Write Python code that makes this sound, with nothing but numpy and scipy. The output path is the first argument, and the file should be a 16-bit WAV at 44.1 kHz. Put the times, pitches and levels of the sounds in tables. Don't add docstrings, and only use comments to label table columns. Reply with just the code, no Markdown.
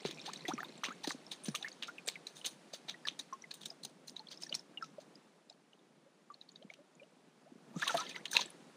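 import sys
import numpy as np
from scipy import signal
from scipy.io import wavfile
from scipy.ndimage import uniform_filter1d

SR = 44100
rng = np.random.default_rng(int(sys.argv[2]) if len(sys.argv) > 2 else 0)


def store_pcm(level_fs):
    pcm = np.round(np.clip(level_fs, -1, 1) * 32767).astype(np.int16)
    wavfile.write(sys.argv[1], SR, np.atleast_2d(pcm).T)


N = 386316

# time_s, lap_db, fizz_db
WATER_LEVELS = [(0, -56, -66), (.3, -56.5, -57.5), (.75, -59, -61.5), (1.7, -62.5, -60), (4.1, -64, -68.5),
                (4.45, -63, -68.5), (5.15, -62, -68.5), (5.5, -69.5, -73), (6.5, -68.5, -72.5),
                (7.548, -67, -70.5), (7.76, -55.5, -66.5), (7.851, -67, -41.5), (8.03, -56, -47),
                (8.22, -60.5, -60), (8.4, -61, -48), (8.52, -60.5, -60), (8.76, -63, -65)]
# freq_hz, relative_db
SPRAY_SPECTRUM = [(300, 8.5), (1000, 5), (2000, 1), (3900, 9.5), (5000, 0.5), (6400, 3.5), (7600, -6.5),
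                  (9000, -1), (11200, -30.5), (13000, -17), (15000, -12.5)]


def slaps_and_drops(spray, q=3.35, tail_db=-17, tail_t60_s=0.22, grain_db=4, plink_lead_s=0.001287):
    # peak_s, level_db, centre_hz, treble_relative_db, t60_s
    slaps = [(.0524, -43.5, 2430, -18, 0.038), (.0589, -41.5, 3800, -19, 0.023),
             (.0747, -53, 3600, -12, 0.17), (.1107, -47, 3460, -3, 0.026), (.264, -49.5, 3740, -14, 0.11),
             (.3344, -47.5, 3950, -0.5, 0.024), (.4846, -44, 3700, -7.5, 0.05),
             (.8391, -41.5, 3050, -10, 0.041), (.8509, -44, 2930, -37, 0.088),
             (.8619, -48, 3180, -39, 0.068), (.886, -52, 2270, -34, 0.06), (1.0425, -53, 3960, -4, 0.099),
             (1.0738, -41.5, 4100, -2, 0.029), (1.097, -48, 4400, -7, 0.096),
             (1.116, -46.5, 6100, -25, 0.04), (1.3193, -45, 3650, -5, 0.074),
             (1.4592, -52.5, 3160, 0, 0.12), (1.4857, -47, 5500, -8, 0.035),
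             (1.5506, -40.5, 2600, -3, 0.018), (1.5567, -46, 3100, -0.5, 0.048),
             (1.627, -51, 3460, -20, 0.048), (1.684, -53.5, 4870, -4, 0.024),
             (1.8246, -43, 3570, -50, 0.023), (1.8334, -42.5, 2740, -32, 0.041),
             (1.875, -54.5, 5900, -13, 0.054), (2.0794, -43, 7700, -15, 0.066),
             (2.087, -35, 4000, -30, 0.013), (2.2695, -46, 4080, 0.5, 0.016),
             (2.3687, -63.5, 3740, 6, 0.18), (2.4506, -41.5, 3140, -14, 0.066),
             (2.4612, -39, 4000, 2, 0.053), (2.4787, -51.5, 4000, 6, 0.032),
             (2.7376, -51.5, 4550, -6, 0.072), (2.7473, -51.5, 3800, -1, 0.059),
             (2.885, -57, 660, -34, 0.11), (2.8917, -43.5, 3650, -45, 0.078),
             (3.073, -48, 1100, -28, 0.024), (3.074, -44, 3900, -24, 0.059),
             (3.0844, -40, 3300, -32, 0.021), (3.1946, -48, 4330, -1.5, 0.05),
             (3.5122, -49.5, 4150, -14, 0.042), (3.5409, -51.5, 3870, 4.5, 0.022),
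             (3.616, -61.5, 3850, -1, 0.086), (3.6336, -55.5, 3450, -8, 0.045),
             (3.6582, -50.5, 4000, 5.5, 0.044), (3.8367, -57.5, 3970, 5.5, 0.044),
             (3.8504, -49.5, 4470, 0.5, 0.031), (4.0805, -64.5, 4340, 10, 0.1),
             (4.3153, -53.5, 4650, -10, 0.12), (4.4225, -59, 5100, 0.5, 0.18),
             (4.543, -47.5, 4180, -38, 0.018), (4.5509, -47.5, 5200, 1, 0.032),
             (4.843, -49, 5540, -31, 0.016), (5.0073, -62.5, 4450, -8, 0.072),
             (6.7386, -57, 2950, -12, 0.018), (7.7938, -57, 6750, -14, 0.39),
             (7.8176, -43.5, 3460, -12, 0.061), (7.8775, -38.5, 2820, -3, 0.044),
             (7.911, -51, 5950, -22, 0.23), (7.9731, -42, 3880, -6.5, 0.061),
             (8.0024, -48.5, 6000, -26, 0.068), (8.0964, -50, 3600, -9.5, 0.09),
             (8.1607, -52.5, 3460, -34, 0.06), (8.2561, -44.5, 3160, -9, 0.027),
             (8.3155, -62.5, 3600, 17.5, 0.059), (8.333, -54, 4500, 10.5, 0.077),
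             (8.3525, -42, 3720, -20, 0.17), (8.3686, -27.5, 2450, -11, 0.012),
             (8.392, -49, 4020, -19, 0.081), (8.41, -39.5, 3840, -33, 0.054),
             (8.4178, -40, 3850, -31, 0.043)]
    # time_s, peak_db, pitch_hz
    drops = [(.1107, -39, 3450), (0.186, -42.5, 2450), (.201, -42, 3700), (0.2156, -43.5, 5430),
             (0.335, -41, 6470), (0.3606, -38.5, 3800), (.375, -48, 6100), (0.409, -45, 4040),
             (.4846, -39, 3560), (0.5374, -36.5, 5850), (0.605, -34, 1780), (0.648, -39.5, 3670),
             (.7792, -49.5, 7450), (0.926, -50, 6730), (1.042, -40, 5540), (1.043, -35, 3980),
             (1.074, -36.5, 4410), (1.2666, -45.5, 5300), (1.438, -43, 9220), (1.447, -38, 9070),
             (1.615, -50, 6150), (1.628, -36, 3630), (1.718, -43.5, 4440), (1.728, -48, 6500),
             (2.063, -46, 8540), (2.2695, -33.5, 4050), (2.3687, -48, 3730), (2.415, -44.5, 3000),
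             (2.737, -41.5, 3970), (3.055, -43, 4830), (3.1966, -34, 3780), (3.333, -44, 5900),
             (3.4225, -44, 5900), (3.5134, -38, 4250), (3.616, -45, 3700), (3.6586, -37.5, 3600),
             (3.7042, -36.5, 5050), (3.8362, -37.5, 4200), (4.082, -41.5, 4140), (4.1666, -33, 3860),
             (4.1948, -39, 4210), (4.2717, -44, 3370), (4.2875, -42.5, 4270), (4.316, -43, 4430),
             (4.375, -43.5, 5260), (4.4353, -32.5, 5240), (4.469, -44, 5660), (4.4962, -39, 4680),
             (4.5266, -29.5, 3000), (4.545, -33.5, 4260), (4.5509, -26, 5500), (4.595, -41, 5360),
             (4.8267, -41.5, 5300), (5.156, -49, 4950), (5.499, -46.5, 3900), (5.5, -47.5, 5100),
             (5.5, -52.5, 7250), (5.527, -57, 4400), (5.733, -53, 2920), (5.793, -62, 3630),
             (6.322, -61, 6900), (6.3428, -48, 4280), (6.414, -42, 3940), (6.4912, -45, 4350),
             (6.519, -56, 6800), (6.5594, -45, 3800), (6.5595, -50, 4500), (6.626, -52, 3140),
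             (6.626, -57, 4050), (6.702, -40, 2230), (6.953, -58.5, 6900), (7.0332, -54, 2860),
             (7.765, -48, 6030), (7.843, -38, 5820), (7.961, -46, 3620), (8.002, -40, 6100),
             (8.066, -40.5, 3200), (8.157, -46, 4700), (8.182, -51, 6040), (8.282, -44, 4130),
             (8.3155, -39, 3760), (8.3377, -34, 6070), (8.353, -28, 3970), (8.367, -20.5, 2650),
             (8.368, -20, 4140), (8.4169, -29, 4030), (8.46, -40, 7800), (8.5043, -45, 10100)]
    out, body_power, treble_power = np.zeros((3, N))
    t = np.arange(5000) / SR
    for time_s, peak_db, pitch_hz in drops:
        cycles = 46 * (pitch_hz / 4000) ** 0.72
        add(out, time_s - plink_lead_s, gain_of(peak_db) * plink(pitch_hz, cycles))
    splashes = [(time_s, peak_db - 25, pitch_hz, -20, 0.078) for time_s, peak_db, pitch_hz in drops]
    for peak_s, level_db, centre_hz, treble_db, t60_s in slaps + splashes:
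        hiss, grain = rng.standard_normal((2, len(t)))
        rise_s = 0.15 * t60_s
        decay_s = np.maximum(t - rise_s, 0)
        decay = gain_of(-60 * decay_s / t60_s) + gain_of(tail_db - 60 * decay_s / tail_t60_s)
        lumps_db = grain_db * np.clip(smoothed(grain, 44), -2, 2)
        envelope = np.minimum(t / rise_s, 1) ** 2 * decay * gain_of(level_db + lumps_db)
        start_s = peak_s - rise_s
        add(out, start_s, envelope * narrow_band(hiss, centre_hz, q))
        add(body_power, start_s, envelope ** 2)
        add(treble_power, start_s, (envelope * gain_of(treble_db)) ** 2)
    body = unit_rms(filtered(spray, [450, 7300], "band"))
    treble = unit_rms(filtered(spray, 7300, "high"))
    return out + np.sqrt(body_power) * body + np.sqrt(treble_power) * treble


def bubbles(rise_cycles=2.5):
    # start_s, level_db, pitch_hz, glide_octaves_per_s, ring_s
    trapped = [(.276, -43, 684, 34, 0.1), (.452, -38, 2095, -12, 0.033), (.482, -37, 723, 6, 0.064),
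               (0.503, -39.5, 820, 37.5, 0.043), (.58, -38.5, 1135, 14, 0.039), (.6, -50, 623, 13, 0.14),
               (.86, -49.5, 951, 12.5, 0.12), (.9048, -43, 1210, 18.5, 0.045),
               (1.043, -39.5, 860, -5, 0.021), (1.044, -42, 1890, -4, 0.039), (1.105, -39, 784, 92, 0.0091),
               (1.544, -36.5, 1190, 4.5, 0.027), (1.608, -53.5, 746, 5.5, 0.086),
               (1.645, -36.5, 1670, 13.5, 0.023), (1.659, -41.5, 2130, 2, 0.053),
               (1.8817, -40, 1334, 6.5, 0.048), (1.982, -41, 2930, -57, 0.035),
               (2.1557, -40, 2466, -38, 0.029), (2.7335, -41.5, 610, -11, 0.0087),
               (2.942, -47, 1890, 0, 0.034), (3.052, -37.5, 1806, -9, 0.034),
               (3.3254, -37.5, 1102, -4, 0.058), (3.4397, -45, 2160, -13, 0.027),
               (3.71, -54, 774, -22, 0.054), (4.1965, -51.5, 873, -1, 0.074),
               (4.4646, -49.5, 1780, -1, 0.022), (4.5056, -52, 506, 19.5, 0.045),
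               (4.7733, -36.5, 2960, -8, 0.032), (4.812, -50.5, 1670, -13, 0.029),
               (4.8237, -34.5, 1378, -6.5, 0.044), (4.9806, -41, 537, 18, 0.016),
               (5.4981, -59.5, 510, 34, 0.034), (6.059, -60, 488, 12, 0.048), (6.301, -45, 1176, -2, 0.052),
               (6.613, -55.5, 470, 27.5, 0.034), (6.6987, -58, 490, 31.5, 0.041),
               (6.7854, -57, 553, 4, 0.079), (6.997, -52.5, 2450, -5.5, 0.033),
               (7.0142, -52.5, 513, 11.5, 0.053), (7.4579, -58, 524, 22.5, 0.048),
               (7.7583, -49.5, 1190, 6.5, 0.048), (7.795, -44, 1400, -11, 0.03),
               (7.821, -31, 1493, 19.5, 0.033), (7.83, -36.5, 1260, 2, 0.029),
               (7.867, -39, 1130, -1.5, 0.068), (7.893, -32.5, 1555, -29, 0.065),
               (7.902, -36, 910, -4, 0.027), (7.9424, -25, 669, -0.5, 0.055),
               (7.9786, -37.5, 1263, 2, 0.14), (8.01, -39.5, 1052, -6.5, 0.058),
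               (8.0674, -48.5, 2070, 0.5, 0.041), (8.1112, -45, 2600, -7.5, 0.032),
               (8.143, -46, 1910, 11, 0.042), (8.161, -39, 1986, 0, 0.026), (8.158, -53, 990, -1.5, 0.053),
               (8.165, -55, 1195, 18, 0.1), (8.256, -59, 1070, 10, 0.044), (8.33, -36, 1585, -10, 0.025),
               (8.348, -35.5, 936, 3, 0.067), (8.39, -36, 942, 3, 0.023)]
    out = np.zeros(N)
    time_s, _, fizz_db = np.transpose(WATER_LEVELS)
    for start_s, level_db, pitch_hz, glide, ring_s in trapped:
        rise_s, ring_s = rise_cycles / pitch_hz, np.clip(ring_s, .01, .12)
        t = np.arange(round((rise_s + ring_s) * SR))[:6000] / SR
        busy = np.clip((np.interp(start_s, time_s, fizz_db) + 71) / 14, .2, 1)
        waver, wobble, froth = (busy * smoothed(rng.standard_normal(6000), samples)[:len(t)]
                                for samples in (120, 120, 30))
        octaves = glide * (t if glide > 0 else np.minimum(t, .012))
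        attack = np.sin(np.pi / 2 * np.minimum(t / rise_s, 1)) ** 2
        flutter = 1 + .45 * np.tanh(wobble) + .35 * froth
        hold = 1.5 + .06 * max(glide, 0)
        decay_db = -60 * (np.maximum(t - rise_s, 0) / ring_s) ** hold
        decay_db -= 250 * np.maximum(octaves - .85, 0)
        turns = np.cumsum(pitch_hz * 2 ** np.clip(octaves, -.25, 2) * (1 + .04 * waver)) / SR
        add(out, start_s, gain_of(level_db + decay_db) * attack * flutter * np.sin(2 * np.pi * turns))
    return out


def knocks(sag=0.29, sag_s=0.0021, rise_s=0.0011, cycles=11, thud_db=-8, thud_hz=400):
    # start_s, level_db, pitch_hz
    hits = [(0.051, -25.5, 380), (0.089, -38, 318), (.172, -47.5, 487), (0.447, -41, 394),
            (0.485, -29, 300), (0.535, -30.5, 239), (0.884, -41.5, 243), (1.074, -30.5, 303),
            (1.146, -39, 261), (1.483, -28.5, 214), (2.077, -37.5, 438), (6.647, -49, 191),
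            (6.961, -55, 170), (7.519, -44, 243), (7.555, -49, 242), (7.761, -33.5, 170.5)]
    out, t = np.zeros(N), np.arange(4000) / SR
    for start_s, level_db, pitch_hz in hits:
        thud = gain_of(thud_db) * unit_rms(filtered(rng.standard_normal(len(t)), thud_hz, "low"))
        envelope = gain_of(-60 * t * pitch_hz / cycles) * (1 - np.exp(-(t / rise_s) ** 2))
        envelope /= envelope.max()
        turns = np.cumsum(pitch_hz * (1 + sag * np.exp(-t / sag_s))) / SR
        add(out, start_s, gain_of(level_db) * envelope * (np.sin(2 * np.pi * turns) + thud))
    return out


def cracks():
    # time_s, peak_db, pitch_hz
    hits = [(.58, -33.5, 2240), (0.632, -30.5, 1470), (0.8356, -28, 1220), (0.8427, -26, 2050),
            (.8865, -35, 1260), (1.107, -27.5, 1840), (1.559, -26, 3170), (1.678, -37.5, 1700),
            (1.685, -38, 5030), (3.0858, -19, 3310), (4.0963, -33.5, 5100), (8.163, -32, 3060),
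            (8.2567, -24, 3200)]
    out = np.zeros(N)
    for time_s, peak_db, pitch_hz in hits:
        add(out, time_s - 1 / pitch_hz, gain_of(peak_db) * plink(pitch_hz, cycles=9))
    return out


def mist(band_hz=(11400, 15500), t60_s=0.0061, tail_db=-16, tail_t60_s=0.081):
    # start_s, level_db
    spits = [(0.481, -48), (0.632, -46.5), (0.835, -51), (1.0415, -56.5), (1.5579, -46), (2.081, -39),
             (2.4588, -43), (3.196, -62), (3.541, -50)]
    out, t = np.zeros(N), np.arange(3000) / SR
    envelope = gain_of(-60 * t / t60_s) + gain_of(tail_db - 60 * t / tail_t60_s)
    for start_s, level_db in spits:
        hiss = unit_rms(filtered(rng.standard_normal(len(t)), band_hz, "band"))
        add(out, start_s, gain_of(level_db) * envelope * hiss)
    return out


def sizzles(centre_hz=9350, width_hz=600, rise_s=.01):
    # start_s, level_db, t60_s
    high_rings = [(1.44, -59, .6), (2.455, -55, .25)]
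    out, t = np.zeros(N), np.arange(12000) / SR
    for start_s, level_db, t60_s in high_rings:
        hiss = narrow_band(rng.standard_normal(len(t)), centre_hz, centre_hz / width_hz)
        add(out, start_s, gain_of(level_db - 60 * t / t60_s) * np.minimum(t / rise_s, 1) * hiss)
    return out


def patter(start_db=-56, fade_db_per_s=11.5):
    level_db = start_db - fade_db_per_s * np.arange(N) / SR
    return gain_of(level_db) * droplets(2100, 8500, per_s=1200, cycles=32, spread_db=5, pitches=10)


def fizz(fine_drops):
    # freq_hz, relative_db
    hiss_spectrum = [(500, 7), (1000, 2), (4000, -3), (7000, -8), (10000, -10.5), (12500, -29),
                     (15000, -30)]
    time_s, _, fizz_db = np.transpose(WATER_LEVELS)
    level_db = np.interp(np.arange(N) / SR, time_s, fizz_db)
    hiss = patchy_noise(hiss_spectrum, patch_db=1)
    gurgle = droplets(500, 2800, per_s=400, cycles=30, spread_db=5.5, pitches=8)
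    spray = with_resonances(patchy_noise(SPRAY_SPECTRUM, patch_db=6))
    churn = 0.5 * spray + 0.4 * fine_drops + 0.22 * gurgle
    churn_share = np.clip((level_db + 64.5) / 14, 0, 1)
    return gain_of(level_db) * ((1 - churn_share) * hiss + churn_share * churn)


def lapping():
    # freq_hz, relative_db
    lap_spectrum = [(110, -4.5), (177, 2.5), (250, 1.5), (580, -6.5), (850, -10.5), (1500, -17),
                    (4000, -36), (9000, -42.5)]
    time_s, lap_db, _ = np.transpose(WATER_LEVELS)
    level_db = np.interp(np.arange(N) / SR, time_s, lap_db)
    return gain_of(level_db) * patchy_noise(lap_spectrum, patch_db=3)


def droplets(low_hz, high_hz, per_s, cycles, spread_db, pitches=11):
    impulses = gain_of(spread_db * np.minimum(rng.exponential(1, N), 3))
    impulses *= rng.random(N) < per_s / SR
    pitch_index = rng.integers(0, pitches, N)
    out = np.zeros(N)
    for k, pitch_hz in enumerate(np.geomspace(low_hz, high_hz, pitches)):
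        stretch, bend = rng.uniform(-1.74, 1, 2)
        ring = plink(pitch_hz, cycles * 2 ** stretch, glide=0.04 + 0.08 * bend, rise_share=0.082)
        rings = signal.oaconvolve(impulses * (pitch_index == k), ring)[:N]
        out += gain_of(db_at(SPRAY_SPECTRUM, pitch_hz)) * rings
    return unit_rms(out)


def plink(pitch_hz, cycles, glide=0, rise_share=.11):
    turns = np.arange(round(cycles / pitch_hz * SR)) * pitch_hz / SR
    envelope = (1 - np.exp(-(turns / (rise_share * cycles)) ** 2)) * gain_of(-60 * turns / cycles)
    return envelope / envelope.max() * np.sin(2 * np.pi * turns * (1 + glide * turns / cycles))


def with_resonances(spray):
    # centre_hz, width_hz, gain_db
    bands = [(2450, 250, -4), (3850, 400, 1), (6230, 350, -1), (9420, 300, 2)]
    ringing = sum(gain_of(gain_db) * signal.lfilter(*signal.iirpeak(hz, hz / width_hz, SR), spray)
                  for hz, width_hz, gain_db in bands)
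    return unit_rms(spray + ringing)


def patchy_noise(spectrum, patch_db):
    frames, freq_hz = N // 128 + 5, np.fft.rfftfreq(512, 1 / SR)
    real, imag, patches = rng.standard_normal((frames, 257, 3)).T
    patches = smoothed(uniform_filter1d(patches, size=6, axis=0), 4)
    bins = (real + 1j * imag) * gain_of(db_at(spectrum, freq_hz)[:, None] + patch_db * patches)
    return unit_rms(signal.istft(bins, nperseg=512, noverlap=384)[1][:N])


def narrow_band(x, centre_hz, q):
    b, a = signal.iirpeak(centre_hz, q, SR)
    return unit_rms(signal.lfilter(b, a, signal.lfilter(b, a, x)))


def filtered(x, edges_hz, kind):
    return signal.sosfilt(signal.butter(4, edges_hz, kind, fs=SR, output="sos"), x)


def smoothed(x, samples):
    return unit_rms(uniform_filter1d(x, size=samples))


def unit_rms(x):
    return x / np.sqrt(np.mean(x ** 2) + 1e-20)


def gain_of(db):
    return 10 ** (np.asarray(db) / 20)


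def db_at(spectrum, freq_hz):
    points_hz, points_db = np.transpose(spectrum)
    return np.interp(np.log(freq_hz + 1), np.log(points_hz + 1), points_db)


def add(mix, start_s, sound):
    part = mix[round(start_s * SR):][:len(sound)]
    part += sound[:len(part)]


def stereo(mid):
    # freq_hz, re_mid_db
    spread = [(1000, -62.5), (10000, -24), (12500, 1), (16000, -3)]
    # freq_hz, re_mid_db
    lean = [(9500, -71), (12500, -13)]
    freq_hz, _, bins = signal.stft(mid, SR, nperseg=256)
    scatter = np.exp(2j * np.pi * rng.random(bins.shape[::-1]).T)
    side_gain = gain_of(db_at(spread, freq_hz))[:, None] * scatter
    side_gain += gain_of(db_at(lean, freq_hz))[:, None]
    side = signal.istft(bins * side_gain, SR, nperseg=256)[1][:N]
    return np.array([mid + side, mid - side])


def scene():
    fine_drops = droplets(1700, 11000, per_s=2600, cycles=24, spread_db=5)
    spray = with_resonances(patchy_noise(SPRAY_SPECTRUM, patch_db=5) + 0.6 * fine_drops)
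    background = lapping() + fizz(fine_drops) + patter()
    net = slaps_and_drops(spray) + bubbles() + knocks() + cracks() + mist() + sizzles()
    return stereo(net + background)


def record(dry, stopband_hz=126, top_hz=15350):
    wind_filter = signal.cheby2(8, 26, stopband_hz, "high", fs=SR, output="sos")
    low_pass = signal.firwin(255, top_hz, window=("kaiser", 9), fs=SR)
    return signal.oaconvolve(signal.sosfilt(wind_filter, dry), low_pass[None], "same")


dry = scene()
out = record(dry)
store_pcm(out)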